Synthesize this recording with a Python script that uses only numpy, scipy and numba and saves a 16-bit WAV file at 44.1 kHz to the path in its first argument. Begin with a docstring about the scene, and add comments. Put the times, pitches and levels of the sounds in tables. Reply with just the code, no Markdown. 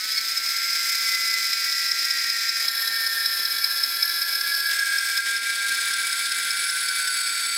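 """In a workshop, close by, an upright portable bandsaw cuts a square steel tube fed by hand.
Motor and gears whine at multiples of the shaft speed, and the stand drones. The teeth excite blade and
tube in a rasp that changes colour twice; its pattern repeats with each lap of the blade, whose weld
catches once a lap. The cut wall rings ever lower as the slit grows, swelling whenever it passes a
multiple of the shaft speed, and friction in the deepening slit makes the blade squeal."""
import sys
import numpy as np
from scipy import signal
from scipy.fft import rfft, irfft
from scipy.io import wavfile
from scipy.ndimage import uniform_filter1d
from numba import njit

SR = 44100
rng = np.random.default_rng(int(sys.argv[2]) if len(sys.argv) > 2 else 0)


def wav_out(sig):
    """Save sig, one row per channel (or a flat mono array), as 16-bit PCM at SR to the path in sys.argv[1]."""
    wavfile.write(sys.argv[1], SR, np.round(np.clip(np.atleast_2d(sig).T, -1, 1) * 32767).astype(np.int16))


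N = 333837
TIME = np.arange(N) / SR
FREQ = np.fft.rfftfreq(N, 1 / SR)

# shaft speed under load, before the spin-up lag is subtracted: (time [s], speed [Hz])
SHAFT_SPEED = [(.7, 228), (1.1, 225.9), (1.35, 225.6), (2.1, 227.5), (2.45, 226.9), (4.2, 227.1),
               (4.45, 228.1), (5.13, 227.6), (5.27, 229.4), (5.6, 229.5), (6.05, 228.4), (6.6, 230.1),
               (7, 228.7), (7.57, 227.7)]
# three stages of the cut, the early one taking the rest: (time [s], middle share [1], late share [1])
STAGE_SHARES = [(2.62, 0, 0), (2.68, 1, 0), (4.69, 1, 0), (4.73, .25, .4), (5.17, .2, .55), (5.28, 0, .9),
                (6, 0, 1)]
# patches of proud teeth: (position after the weld [laps], extra bite [dB])
PROUD_TEETH = [(0, 8), (.145, 4), (.26, 2.5), (.355, 6), (.465, 5), (.58, 6), (0.702, 8), (.85, 5.5)]
# motor harmonics: (shaft multiple before rounding [1], early level [dB], middle [dB], late [dB])
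MOTOR_HARMONICS = [(7.04, -40, -41, -43), (8, -52.5, -74, -56), (9, -41, -45, -42.5), (10, -41.5, -50, -42),
                   (11, -43.5, -48.5, -51), (12, -52.5, -60, -55), (16, -48.5, -50.5, -46),
                   (18, -45, -53, -63), (19, -47.5, -42.5, -42.5), (21, -36.5, -52, -55),
                   (22, -35, -74, -39), (23, -39.5, -36, -51), (24, -36.5, -43.5, -49.5),
                   (26, -46.5, -52, -58), (27, -61, -52, -68), (30, -74, -55.5, -67), (32, -68, -64, -78),
                   (36, -56, -56, -74), (43, -47, -47, -68), (55, -70, -40, -77)]
# tone of the meshing gears: (time [s], level [dB])
GEAR_LEVEL = [(0, -45.5), (.6, -38.5), (2.5, -40.5), (5, -40), (6, -36), (7.57, -36.5)]
# the blade singing on one shaft harmonic: (time [s], level [dB])
BLADE_SONG = [(0, -52), (.2, -46), (.6, -55), (2.6, -54), (4.2, -47), (4.65, -37), (4.75, -50), (6.2, -46),
              (6.75, -39), (7.05, -34.5), (7.57, -33)]
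# modes of the stand: (frequency [Hz], width [Hz], gain [dB])
STAND_MODES = [(245.5, 18.5, -3), (298, 28, -3.5), (407.7, 7.7, 1.5), (524, 13, -2), (740, 20, -21)]
# feed of the tube: (time [s], rasp gain [dB], further gain of the chips' sizzle [dB])
FEED_GAIN = [(0, -26, -9), (.9, -25, -7), (2.4, -26, -9.5), (2.8, -25, -8), (4.65, -25.5, -7.5),
             (4.78, -31.5, -5.5), (5.45, -30.5, -5), (5.8, -28, -4), (6.1, -28.5, -2.5), (7.57, -30, -2)]
# the hand eases off or shoves: (time [s], half length [s], change [dB])
HAND_NUDGES = [(.41, 0.011, -3.5), (2.53, .03, -2), (5.236, 0.021, -6.5), (5.272, 0.019, 4),
               (5.402, 0.015, -4), (5.495, 0.017, 1)]
# modes of blade and tube in each stage: (frequency [Hz], width [Hz], gain [dB])
MODES_EARLY = [(2250, 35, -11), (3660, 40, -14), (4020, 69, -7), (4450, 95, -12), (4990, 69, -3),
               (5170, 64, 0), (6500, 250, -24), (8080, 234, -18), (9900, 354, -22), (12920, 142, -22),
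               (14160, 250, -24)]
MODES_MIDDLE = [(1631, 29, -5.5), (2280, 13.6, -7.5), (3420, 51, -14.5), (3970, 69, -8), (4540, 174, -13.5),
                (5126, 166, -5.5), (7980, 36, -24), (9460, 1140, -22), (11360, 240, -15.5),
                (12400, 190, -17), (12700, 78, -24)]
MODES_LATE = [(1646, 68, -2), (2292, 43, 0.5), (3506, 104, -5.5), (3914, 280, -6), (4576, 160, -5),
              (5300, 203, -6), (6960, 54, -8.5), (8056, 205, -2), (9350, 740, -7), (10540, 155, 0),
              (11620, 150, -10.5)]
# broad scraping spectrum in each stage: (frequency [Hz], gain [dB])
SCRAPE_EARLY = [(40, -50), (110, -59.5), (240, -35.5), (1000, -34), (1350, -21.5), (1800, -13),
                (2400, -15.5), (2850, -23.5), (3300, -16.5), (5400, -16.5), (6200, -20.5), (11000, -24),
                (14500, -20.5), (15800, -33)]
SCRAPE_MIDDLE = [(40, -66), (110, -60), (240, -38), (1000, -32.5), (1350, -26), (1800, -25.5), (2400, -24),
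                 (2850, -29), (3300, -20.5), (5400, -27.5), (6200, -32.5), (11000, -24), (14500, -23),
                 (15800, -30)]
SCRAPE_LATE = [(40, -65), (110, -53), (240, -27), (1000, -26), (1350, -14.5), (1800, -8), (2400, -7.5),
               (2850, -16), (3300, -7), (5400, -17.5), (6200, -15.5), (11000, -18.5), (14500, -18),
               (15800, -22)]
# drive of the teeth on the cut wall: (time [s], level before the swell [dB])
WALL_DRIVE = [(0, -51), (.6, -37), (1.25, -37), (1.6, -38.5), (2.2, -33.5), (2.7, -42), (3, -38),
              (3.8, -37.5), (4.3, -33), (4.9, -26.5), (5.35, -37.5), (6.1, -38.5), (7.1, -32.5),
              (7.57, -44)]
# faint upper mode at the slit: (time [s], frequency [Hz], level [dB])
WALL_UPPER_MODE = [(0, 8200, -54), (.8, 7660, -42), (1.7, 7380, -48), (2.6, 7320, -46), (3.5, 6900, -51),
                   (4.6, 6900, -76), (7.57, 6670, -48)]
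# squeaks as the teeth first catch: (time [s], half length [s], frequency [Hz], peak level [dB])
SQUEAKS = [(.145, .04, 5050, -27), (.181, .016, 2208, -28), (.181, .018, 4416, -27)]
# how hard the weld catches: (time [s], strength [dB])
WELD_STRENGTH = [(.18, -18), (.38, -25), (.9, -33), (1.35, -18.5), (2.5, -17), (4.2, -16.5), (4.6, -25),
                 (5.1, -18.5), (5.6, -28.5), (6.5, -20), (7.1, -28)]
# two high blade modes: (time [s], lower mode [Hz], its level [dB], upper mode [Hz], its level [dB])
SQUEAL_MODES = [(0, 7960, -65, 10700, -75), (3.6, 8460, -64, 10500, -59), (4.9, 8240, -38, 10570, -49),
                (5.7, 8300, -51, 10370, -49), (6.3, 8500, -51.5, 10800, -52), (6.65, 8160, -56, 10610, -36),
                (7.1, 8030, -35.5, 10600, -36), (7.57, 7960, -32, 10700, -48)]


def undb(db):
    """Amplitude ratio of a level in decibels."""
    return 10 ** (np.asarray(db) / 20)


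def curves(table):
    """Linear interpolation of each column in time."""
    times, *columns = np.transpose(table)
    return [np.interp(TIME, times, column) for column in columns]


def unit(x):
    """Normalisation to rms 1."""
    return x / np.sqrt(np.mean(x ** 2))


def steady(x, span_s):
    """Normalisation to a running rms of 1."""
    return x / np.sqrt(np.abs(uniform_filter1d(x ** 2, int(span_s * SR) + 1)) + 1e-14)


def bump(x, half_width):
    """Gaussian pulse of height 1 at x = 0."""
    return np.exp(-(x / half_width) ** 2)


def wander(rate_hz):
    """Smooth random modulation of rms 1."""
    knots = rng.standard_normal(4096)
    path = np.interp(TIME * rate_hz, np.arange(len(knots)), knots)
    return unit(uniform_filter1d(path, int(SR / rate_hz / 2) + 1))


def resonances(modes):
    """Superposition of steep resonance peaks, as a power response."""
    return sum(undb(db) ** 2 / (1 + (np.sqrt(2) - 1) * (2 * (FREQ - hz) / width) ** 2) ** 2
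               for hz, width, db in modes)


def broadband(points):
    """Power response interpolated over logarithmic frequency."""
    hz, db = np.transpose(points)
    return undb(np.interp(np.log(FREQ + 1), np.log(hz), db)) ** 2


def colour(x, power, size=8192):
    """Minimum-phase filtering: by causality, resonances ring after each blow."""
    log_gain = np.interp(np.fft.rfftfreq(size, 1 / SR), FREQ, np.log(power + 1e-14) / 2)
    cepstrum = irfft(log_gain)[:size // 2]
    response = irfft(np.exp(rfft(np.r_[cepstrum[0], 2 * cepstrum[1:]], size)))
    return signal.fftconvolve(x, response)[:N]


def band(x, kind, edge_hz):
    """Steep filtering with a maximally flat passband."""
    return signal.sosfilt(signal.butter(6, edge_hz, kind, fs=SR, output="sos"), x)


@njit
def resonator(x, hz, width_hz):
    """Damped resonance with a moving centre, as a state-variable band-pass."""
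    out, band_state, low_state = np.empty(len(x)), 0., 0.
    for i in range(len(x)):
        tuning, damping = np.tan(np.pi * hz[i] / SR), width_hz / hz[i]
        velocity = (band_state + tuning * (x[i] - low_state)) / (1 + tuning * (tuning + damping))
        band_state = 2 * velocity - band_state
        low_state += 2 * tuning * velocity
        out[i] = damping * velocity
    return out


def shaft_speed(lag_hz=15.5, spin_up_s=.25):
    """Exponential approach to a running speed [Hz] that sags and recovers with the load."""
    return curves(SHAFT_SPEED)[0] - lag_hz * np.exp(-TIME / spin_up_s)


def bite(laps, plain_db=-1.5, flutter_db=1.56):
    """Periodic modulation [dB]: each lap the proud teeth dig in and those behind the weld skip."""
    def patch(position, half_length):
        return bump((laps - position + .5) % 1 - .5, half_length)
    proud_db = sum(db * patch(position, .055) for position, db in PROUD_TEETH)
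    skip_db = -3 * patch(.1, .025)
    return plain_db + proud_db + skip_db + flutter_db * wander(200)


def partial(turns, order, shake=.013, flicker=.9):
    """Phase modulation: gear play shakes a shaft multiple, the higher the more; its level flickers."""
    phase = 2 * np.pi * (order * turns + rng.random()) + shake * order * wander(70)
    flicker_db = flicker * np.sqrt(order / 10) * (wander(14) + wander(90))
    return np.sqrt(2) * np.sin(phase) * undb(flicker_db)


def whine(turns, laps, shares, mesh_ratio=6.033, song_order=20, first_blade_order=21):
    """Periodic forcing: the shaft drives motor harmonics, a gear-mesh tone and the blade's song."""
    spin_up_db = -.5 * np.clip(1 - TIME / .77, 0, 1)  # per order, so high harmonics fade in most
    sputter_db = -2 + .58 * bite(laps)
    motor = 0
    for multiple, *stage_db in MOTOR_HARMONICS:
        order = round(multiple)
        db = np.array(stage_db) @ shares + order * spin_up_db
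        if order >= first_blade_order:  # these sound through the blade and follow its bite
            db += sputter_db
        motor += partial(turns, order) * undb(db)
    gears = partial(turns, mesh_ratio, flicker=0) * undb(curves(GEAR_LEVEL)[0])
    song = partial(turns, song_order, shake=.0078, flicker=.7) * undb(curves(BLADE_SONG)[0])
    return motor + gears + song


def stand_drone(drone_db=-65, hum_hz=123.8, hum_db=-85.5):
    """Random excitation: the saw shakes the stand's low modes, while the motor frame hums."""
    drone = unit(colour(rng.standard_normal(N), resonances(STAND_MODES)))
    hum = np.sqrt(2) * np.sin(2 * np.pi * hum_hz * TIME)
    return drone * undb(drone_db) + hum * undb(hum_db)


def tooth_force(turns, grain_db=2.5, pulse_depth=.16):
    """Broadband excitation by dense tiny fractures, pulsing slightly with the shaft."""
    grains = np.repeat(rng.standard_normal(N // 16 + 1), 16)[:N]
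    pulsing = 1 + pulse_depth * np.cos(2 * np.pi * turns)
    return unit(rng.standard_normal(N) * undb(grain_db * grains) * pulsing)


def hand_pressure():
    """Amplitude modulation [dB] by brief changes in the hand's pressure."""
    return sum(db * bump(TIME - at_s, half_s) for at_s, half_s, db in HAND_NUDGES)


def rasp(force, laps, shares, split_hz=6300, body_db=-4, sizzle_db=-1):
    """Source and filter: fractures excite the modes of blade and tube, and chips sizzle above."""
    feed_db, chips_db = curves(FEED_GAIN)
    bite_db = bite(laps)
    stages = (MODES_EARLY, SCRAPE_EARLY), (MODES_MIDDLE, SCRAPE_MIDDLE), (MODES_LATE, SCRAPE_LATE)
    out = 0
    for share, (modes, spectrum) in zip(shares, stages):
        ring = colour(force, resonances(modes))
        scrape = colour(force[::-1], broadband(spectrum))  # reversal decorrelates it from the ring
        body = band(ring * undb(.71 * bite_db) + scrape * undb(.37 * bite_db), "lowpass", split_hz)
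        body /= np.std(band(body, "bandpass", [3200, 5800]))
        sizzle = unit(band(ring + scrape, "highpass", split_hz) * undb(.68 * bite_db))
        out += np.sqrt(share) * (body * undb(body_db) - sizzle * undb(sizzle_db + chips_db))
    return out * undb(feed_db + hand_pressure())


def wall_ring(force, turns, shaft_hz, start_hz=2229, limit_hz=1217, sink_s=5.67,
              reach_hz=31.8, swell_db=10):
    """Entrainment: the freed wall's falling mode beats with a nearby shaft harmonic, then locks on."""
    hz = limit_hz + (start_hz - limit_hz) * np.exp(-TIME / sink_s)
    order = np.round(hz / shaft_hz)
    detune_hz = hz - order * shaft_hz
    lock = np.cos(np.pi * detune_hz / shaft_hz) ** 2 / (1 + (detune_hz / reach_hz) ** 2)
    drive_db = curves(WALL_DRIVE)[0] + swell_db * lock + hand_pressure()
    rattling = steady(resonator(resonator(force, hz, 24.), hz, 110.), span_s=.05)
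    singing = np.sqrt(2) * np.sin(2 * np.pi * np.cumsum(hz + 5 * wander(45)) / SR)
    purity = np.clip((drive_db + 39) / 10, 0, .9)  # harder drive gives a purer tone
    free = np.sqrt(purity) * singing + np.sqrt(1 - purity) * rattling
    forced = partial(turns, order, shake=.03)
    forced_share = .92 * lock ** .8
    ring = np.sqrt(forced_share) * forced + np.sqrt(1 - forced_share) * free
    flutter_db = 1.33 * wander(90)
    upper_hz, upper_db = curves(WALL_UPPER_MODE)
    upper = unit(resonator(force, upper_hz, 27.)) * undb(upper_db)
    return ring * undb(drive_db + flutter_db - 1) + upper


def first_squeaks():
    """Stick-slip friction: blade and tube wall squeak as the teeth first catch."""
    return sum(bump(TIME - at_s, half_s) * np.sin(2 * np.pi * hz * TIME) * undb(db)
               for at_s, half_s, hz, db in SQUEAKS)


def weld_ping(laps, ping_hz=5180, rise_s=.0042, fall_s=.005, scatter_db=.6, gain_db=-2):
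    """Impulsive excitation: once a lap the thicker weld pings the blade, mostly in one mode."""
    nearest_lap = np.round(laps).astype(int)
    lag_s = (laps - nearest_lap) / (np.gradient(laps) * SR)
    scatter = rng.standard_normal(np.ptp(nearest_lap) + 1)[nearest_lap]
    peak = undb(curves(WELD_STRENGTH)[0] + scatter_db * scatter + gain_db)
    envelope = peak / (1 + (lag_s / np.where(lag_s < 0, rise_s, fall_s)) ** 2) ** np.sqrt(2)
    ping = np.sqrt(2) * np.sin(2 * np.pi * np.cumsum(ping_hz + 55 * wander(220)) / SR)
    modes = [(4000, 150, 0), (4480, 180, -3), (5150, 400, 0), (2230, 100, -9), (8100, 400, -13)]
    scrape = steady(colour(rng.standard_normal(N), resonances(modes)), span_s=.004)
    return (ping + undb(-5) * scrape) * envelope


def blade_squeal(force):
    """Frictional excitation: rubbing in the deepening slit drives two high modes of the blade."""
    low_hz, low_db, high_hz, high_db = curves(SQUEAL_MODES)
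    return sum(unit(resonator(resonator(force, hz, 130.), hz, 260.)) * undb(db)
               for hz, db in ((low_hz, low_db), (high_hz, high_db)))


def scene(turns_per_lap=43.578, first_weld_s=.1812):
    """Superposition of the saw's sources, with the blade geared to the motor shaft."""
    shaft_hz = shaft_speed()
    turns = np.cumsum(shaft_hz) / SR
    laps = (turns - np.interp(first_weld_s, TIME, turns)) / turns_per_lap  # weld at whole numbers
    middle, late = curves(STAGE_SHARES)
    shares = np.clip([1 - middle - late, middle, late], 0, 1)
    cutting = rasp(tooth_force(turns), laps, shares) + first_squeaks() + weld_ping(laps)
    ringing = wall_ring(tooth_force(turns), turns, shaft_hz) + blade_squeal(tooth_force(turns))
    return (whine(turns, laps, shares) + stand_drone() + cutting + ringing)[None]


def record(dry, top_hz=15750):
    """Band limiting: a steep low-pass removes the highest treble."""
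    return signal.sosfilt(signal.ellip(10, .2, 80, top_hz, fs=SR, output="sos"), dry)


dry = scene()
out = record(dry)
wav_out(out)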